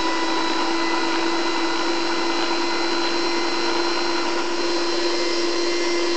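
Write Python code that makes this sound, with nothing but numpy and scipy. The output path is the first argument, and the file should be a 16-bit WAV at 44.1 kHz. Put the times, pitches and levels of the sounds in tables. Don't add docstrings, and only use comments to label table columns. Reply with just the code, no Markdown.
import sys
import numpy as np
from scipy import signal
from scipy.fft import rfft, irfft
from scipy.io import wavfile

SR = 44100
rng = np.random.default_rng(int(sys.argv[2]) if len(sys.argv) > 2 else 0)


def generate_wav(sig):
    pcm = np.round(np.clip(np.atleast_2d(sig).T, -1, 1) * 32767).astype(np.int16)
    wavfile.write(sys.argv[1], SR, pcm)


N = 271656
TIME = np.arange(N) / SR
FREQS = np.maximum(np.arange(N // 2 + 1) * SR / N, 1)
MAINS_HZ = 60
FIRST_RATIO, SECOND_RATIO, AUGER_RATIO = 5.934, 35.66, 214
FIRST_ROUGH_TURN, SECOND_ROUGH_TURN = 0.785, 0.67


def from_db(db):
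    return 10 ** (np.asarray(db) / 20)


def unit_rms(x):
    return x / np.sqrt(np.mean(x ** 2) + 1e-20)


def in_time(rows):
    times_s, *columns = np.transpose(rows)
    return [np.interp(TIME, times_s, column) for column in columns]


def drift(rate_hz):
    return unit_rms(irfft(rfft(rng.standard_normal(N)) / (1 + (FREQS / rate_hz) ** 2), N))


def coloured(x, hz, level_db, lift_db=0):
    curve_db = np.interp(np.log(FREQS), np.log(hz), level_db)
    return unit_rms(irfft(rfft(x) * from_db(curve_db + lift_db), N))


def resonance(hz, centre_hz, width_hz):
    return 1 / (1 + (2 * (hz - centre_hz) / width_hz) ** 2)


def tone(turns, level_db):
    return np.sqrt(2) * from_db(level_db) * np.sin(2 * np.pi * (turns + rng.random()))


def throb(turns, depth):
    return 1 + depth * np.cos(2 * np.pi * turns)


def once_per_turn(turns, width_turns):
    return np.exp(-(np.sin(np.pi * turns) / (np.pi * width_turns)) ** 2)


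def swells_db(events, half_s):
    return sum(lift_db * np.exp(-((TIME - at_s) / half_s) ** 2) for at_s, lift_db in events)


# time in seconds, listener's place (0 over the hopper, 1 beside the housing).
LISTENER_PATH = [(0, 0.32), (.6, 0.01), (4.2, 0.057), (4.8, 0.59), (5.3, 0.91), (5.8, 1)]
def by_place(hopper, housing):
    return hopper + (housing - hopper) * in_time(LISTENER_PATH)[0]


def rim_shade_db(depth_db, at_s=4.495, half_s=0.09):
    return depth_db * np.exp(-((TIME - at_s) / half_s) ** 4)


# time in seconds, centre in Hz, level in dB.
AIR_BAND = [(4.4, 5450, -70), (4.68, 5220, -40), (5.0, 5150, -43), (5.36, 5080, -35.5), (5.7, 4900, -54),
            (5.95, 4600, -44)]
def passing_air(spread_hz):
    centre_hz, level_db = in_time(AIR_BAND)
    phase = 2 * np.pi * np.cumsum(centre_hz) / SR
    return from_db(level_db) * (drift(spread_hz) * np.cos(phase) + drift(spread_hz) * np.sin(phase))


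# frequency in Hz, relative noise density in dB.
BRUSH_SPECTRUM = [(1200, -21.5), (2300, -6.5), (2900, -5), (3600, -12), (4100, -2), (4600, 2.5), (5150, 2),
                  (5600, -2.5), (6100, -6.5), (6750, -6.5), (7200, -10.5), (7800, -12), (8300, -20.5),
                  (9000, -48.5)]
def brushes(turns):
    scrape = rng.standard_normal(N) * throb(turns, depth=0.27)
    level_db = by_place(-35, -32.5) - rim_shade_db(1.5)
    return from_db(level_db) * coloured(scrape, *np.transpose(BRUSH_SPECTRUM))


# frequency in Hz, relative noise density in dB.
CHATTER_SPECTRUM = [(500, -26.5), (780, -6.5), (970, 6), (1130, -12), (1400, -3.5), (1700, -15),
                    (3000, -39)]
def gear_chatter(first_turns, second_turns):
    bursts = once_per_turn(first_turns, 0.26) * once_per_turn(second_turns, 0.25)
    level_db = by_place(-32, -43.5) + 2 * drift(30)
    ring = coloured(rng.standard_normal(N), *np.transpose(CHATTER_SPECTRUM))
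    return from_db(level_db) * bursts * ring


# frequency in Hz, relative noise density in dB.
KNOCK_SPECTRUM = [(300, -27), (800, -7), (1400, 0), (1750, -5.5), (3000, 1), (3700, -11), (5500, -19),
                  (8500, -40)]
# peak time in seconds, lift in dB.
SLACK_LIFTS = [(.53, 8), (1.15, 12), (1.79, 7), (2.43, 9), (3.05, 10), (3.72, 8), (4.29, 6)]
def gear_rattle(first_turns, second_turns, ring_s, spread_db):
    hits = np.flatnonzero(np.diff(np.floor(first_turns)))
    level_db = by_place(-33, -34.5) + swells_db(SLACK_LIFTS, half_s=0.062)
    knocks = np.zeros(N)
    knocks[hits] = from_db(level_db[hits] + spread_db * rng.uniform(-1, 1, len(hits)))
    knocks *= throb(second_turns, depth=0.15)
    age = TIME[:N // 100] / ring_s
    envelope = signal.fftconvolve(knocks, age * np.exp(1 - age))[:N]
    ring = coloured(rng.standard_normal(N), *np.transpose(KNOCK_SPECTRUM))
    return from_db(-rim_shade_db(13)) * envelope * ring


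# multiple of rotor speed, mean level in dB at the hopper, the same at the housing.
MESH_ORDERS = [(.843, -45.5, -58.5), (2.813, -36.5, -47), (5.626, -52.5, -43)]
def gear_mesh(turns, second_turns, slip_cycles):
    out = 0
    for order, *levels_db in MESH_ORDERS:
        out += tone(order * turns + slip_cycles * drift(32), by_place(*levels_db) + 0.5 * drift(25))
    return throb(second_turns, depth=0.47) * out


# frequency in Hz, relative noise density in dB at the hopper, the same at the housing.
GROWL_SPECTRUM = [(25, -42.5, -43), (79, -31.5, -22.5), (132, -20.5, -20), (258, -9, -7), (440, -13.5, -6),
                  (700, -11, -5), (1110, -9, -7), (1910, -15, -10.5), (2770, -17.5, -14),
                  (3730, -18, -12.5), (5800, -26.5, -24.5), (8300, -54, -44.5)]
# centre in Hz, width in Hz, lift in dB at the hopper, the same at the housing.
BODY_RESONANCES = [(316.6, 60, 10, 8.5), (373.3, 65, 11.5, 13.5), (463.8, 21, 10.5, -1), (510, 58, 9, 12.5),
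                   (584, 32, -4.5, 9), (622.4, 45, 9.5, 1.5), (774, 72, 9.5, -2.5), (864, 45, 7.5, 1.5),
                   (981.5, 69, 11.5, 13), (1080, 49, -1, 6), (1262, 47, 4, 1), (1440, 146, 11, 2),
                   (1902, 140, 5, 4.5), (2350, 130, 8.5, 2.5), (2530, 55, 1, 2.5), (2833, 130, 11.5, 5.5),
                   (3800, 220, -7.5, -2.5)]
def gear_growl(first_turns, second_turns, grain_db):
    force = throb(first_turns, depth=0.06) * throb(second_turns, depth=0.031)
    force *= from_db(grain_db * drift(420))
    hz, *spectra_db = np.transpose(GROWL_SPECTRUM)
    place = by_place(0, 1)
    out = 0
    for side, gain in enumerate([np.sqrt(1 - place), np.sqrt(place) * from_db(2.5)]):
        lift_db = sum(lifts_db[side] * resonance(FREQS, centre_hz, width_hz)
                      for centre_hz, width_hz, *lifts_db in BODY_RESONANCES)
        out += gain * coloured(force * rng.standard_normal(N), hz, spectra_db[side], lift_db)
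    return from_db(by_place(-27, -31)) * out


# peak time in seconds, lift in dB.
SURGE_LIFTS = [(.38, 2), (.62, 3), (3.055, 2.5), (4.39, 3)]
def growl_surges(gear_noise):
    return from_db(swells_db(SURGE_LIFTS, half_s=0.02)) * gear_noise


def rotor_speed_hz(top_hz, shortfall_hz, run_up_s, sag_hz, flutter):
    free_hz = top_hz - shortfall_hz * np.exp(-TIME / run_up_s)
    auger_turns = np.cumsum(free_hz) / SR / AUGER_RATIO
    loaded_hz = free_hz - sag_hz * np.cos(2 * np.pi * (auger_turns - 0.673))
    return loaded_hz * (1 + flutter * drift(20))


# time in seconds, relative level in dB.
SIXTH_ORDER = [(0, -36.5), (0.2, -34), (0.64, -43.0), (0.88, -31.5), (1.06, -39.4), (1.56, -37),
               (1.9, -43.5), (2.24, -36.9), (2.5, -44.5), (2.8, -36), (3.0, -44.5), (3.5, -35),
               (3.8, -44.5), (4.16, -38), (4.52, -48), (4.98, -46), (5.3, -35), (5.5, -43.5), (5.88, -33.9),
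               (6.16, -41.5)]
SIXTEENTH_ORDER = [(0.0, -40), (0.96, -53.4), (1.52, -45), (3.72, -40.5), (5.2, -45.0), (5.26, -51.2),
                   (5.4, -34.5), (5.48, -47), (5.92, -36), (6.14, -55.8)]
# multiple of rotor speed, relative level in dB at the hopper, the same at the housing.
WEAK_ORDERS = [(1.35, -48.5, -41.5), (2, -57, -46.5), (4, -40, -59), (4.59, -55, -55), (5, -52.5, -44),
               (7, -51, -47.5), (7.4, -44, -51), (8, -44.5, -44), (9, -51, -42.5), (10, -52, -48),
               (11, -56.5, -50.5), (17, -54.5, -45.5), (20, -57.5, -70)]
def rotor_tones(turns, speed_hz):
    third_db = -41.5 + 12.5 * resonance(3 * speed_hz, centre_hz=988, width_hz=27)
    sixth_db, sixteenth_db = in_time(SIXTH_ORDER)[0], in_time(SIXTEENTH_ORDER)[0]
    out = 0
    for order, level_db in [(3, third_db), (6, sixth_db), (16, sixteenth_db)]:
        out += tone(order * turns, level_db - 0.64 + 1.35 * drift(9.9))
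    for order, *levels_db in WEAK_ORDERS:
        out += tone(order * turns, by_place(*levels_db) - 1 + 2 * drift(5))
    return out


# time in seconds, mean level in dB.
SLOT_LEVELS = [(0, -34), (0.16, -46), (0.3, -34.9), (0.5, -34.3), (0.7, -39.3), (1.2, -39), (1.4, -35.8),
               (1.6, -36.5), (2.5, -35), (2.7, -33.5), (4.18, -33.5), (4.44, -52), (4.6, -35.5),
               (5.14, -33), (5.34, -40), (5.68, -33), (5.94, -48.7), (6.16, -33.5)]
# time in seconds, relative level in dB of the lower sideband, the same of the upper.
SIDEBAND_LEVELS = [(0.0, -45, -46), (0.42, -46, -41), (1.14, -43, -37), (1.22, -39.5, -43.5),
                   (4.04, -42.5, -42), (4.22, -48.7, -57), (4.88, -49, -48), (5.08, -36, -46),
                   (5.56, -52, -54), (6.14, -45.5, -42)]
def slot_whine(turns, slip_cycles, waver_db):
    lower_db, upper_db = in_time(SIDEBAND_LEVELS)
    slot_cycles, pull_cycles = 12 * turns, 2 * MAINS_HZ * TIME
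    out = from_db(in_time(SLOT_LEVELS)[0]) * np.sin(2 * np.pi * slot_cycles)
    for step, level_db in [(-1, lower_db), (1, upper_db), (2, upper_db - 11.5)]:
        cycles = slot_cycles + step * pull_cycles + slip_cycles * drift(1.6)
        out += from_db(level_db - 0.8) * np.sin(2 * np.pi * cycles)
    return np.sqrt(2) * from_db(waver_db * drift(11)) * out


# multiple of the mains frequency, level in dB.
COIL_TONES = [(2, -71), (4, -57)]
def motor_hum(turns, hopper_db, housing_db):
    nearness = by_place(0, 1) ** 5
    level_db = hopper_db + (housing_db - hopper_db) * nearness - rim_shade_db(3) + drift(5.5)
    unbalance = tone(turns, level_db) * throb(2 * MAINS_HZ * TIME, depth=0.048)
    coils = sum(tone(multiple * MAINS_HZ * TIME, coil_db) for multiple, coil_db in COIL_TONES)
    return unbalance + coils


def scene():
    speed_hz = rotor_speed_hz(top_hz=347.34, shortfall_hz=18.17, run_up_s=3.1,
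                              sag_hz=1.04, flutter=0.00028)
    turns = np.cumsum(speed_hz) / SR
    first_turns = turns / FIRST_RATIO - FIRST_ROUGH_TURN
    second_turns = turns / SECOND_RATIO - SECOND_ROUGH_TURN
    out = motor_hum(turns, hopper_db=-27.5, housing_db=-24)
    out += rotor_tones(turns, speed_hz)
    out += slot_whine(turns, slip_cycles=0.12, waver_db=1.02)
    out += gear_mesh(turns, second_turns, slip_cycles=0.1)
    gear_noise = gear_growl(first_turns, second_turns, grain_db=1.6)
    gear_noise += gear_chatter(first_turns, second_turns)
    out += from_db(-rim_shade_db(1.5)) * growl_surges(gear_noise)
    out += gear_rattle(first_turns, second_turns, ring_s=0.0011, spread_db=2.5)
    out += brushes(turns) + passing_air(spread_hz=190)
    return out[None]


def record(dry):
    cutoff_hz, offset = 8700, -0.052
    low_pass = signal.ellip(10, 0.1, 90, cutoff_hz, fs=SR, output="sos")
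    return signal.sosfilt(low_pass, dry) + offset


dry = scene()
out = record(dry)
generate_wav(out)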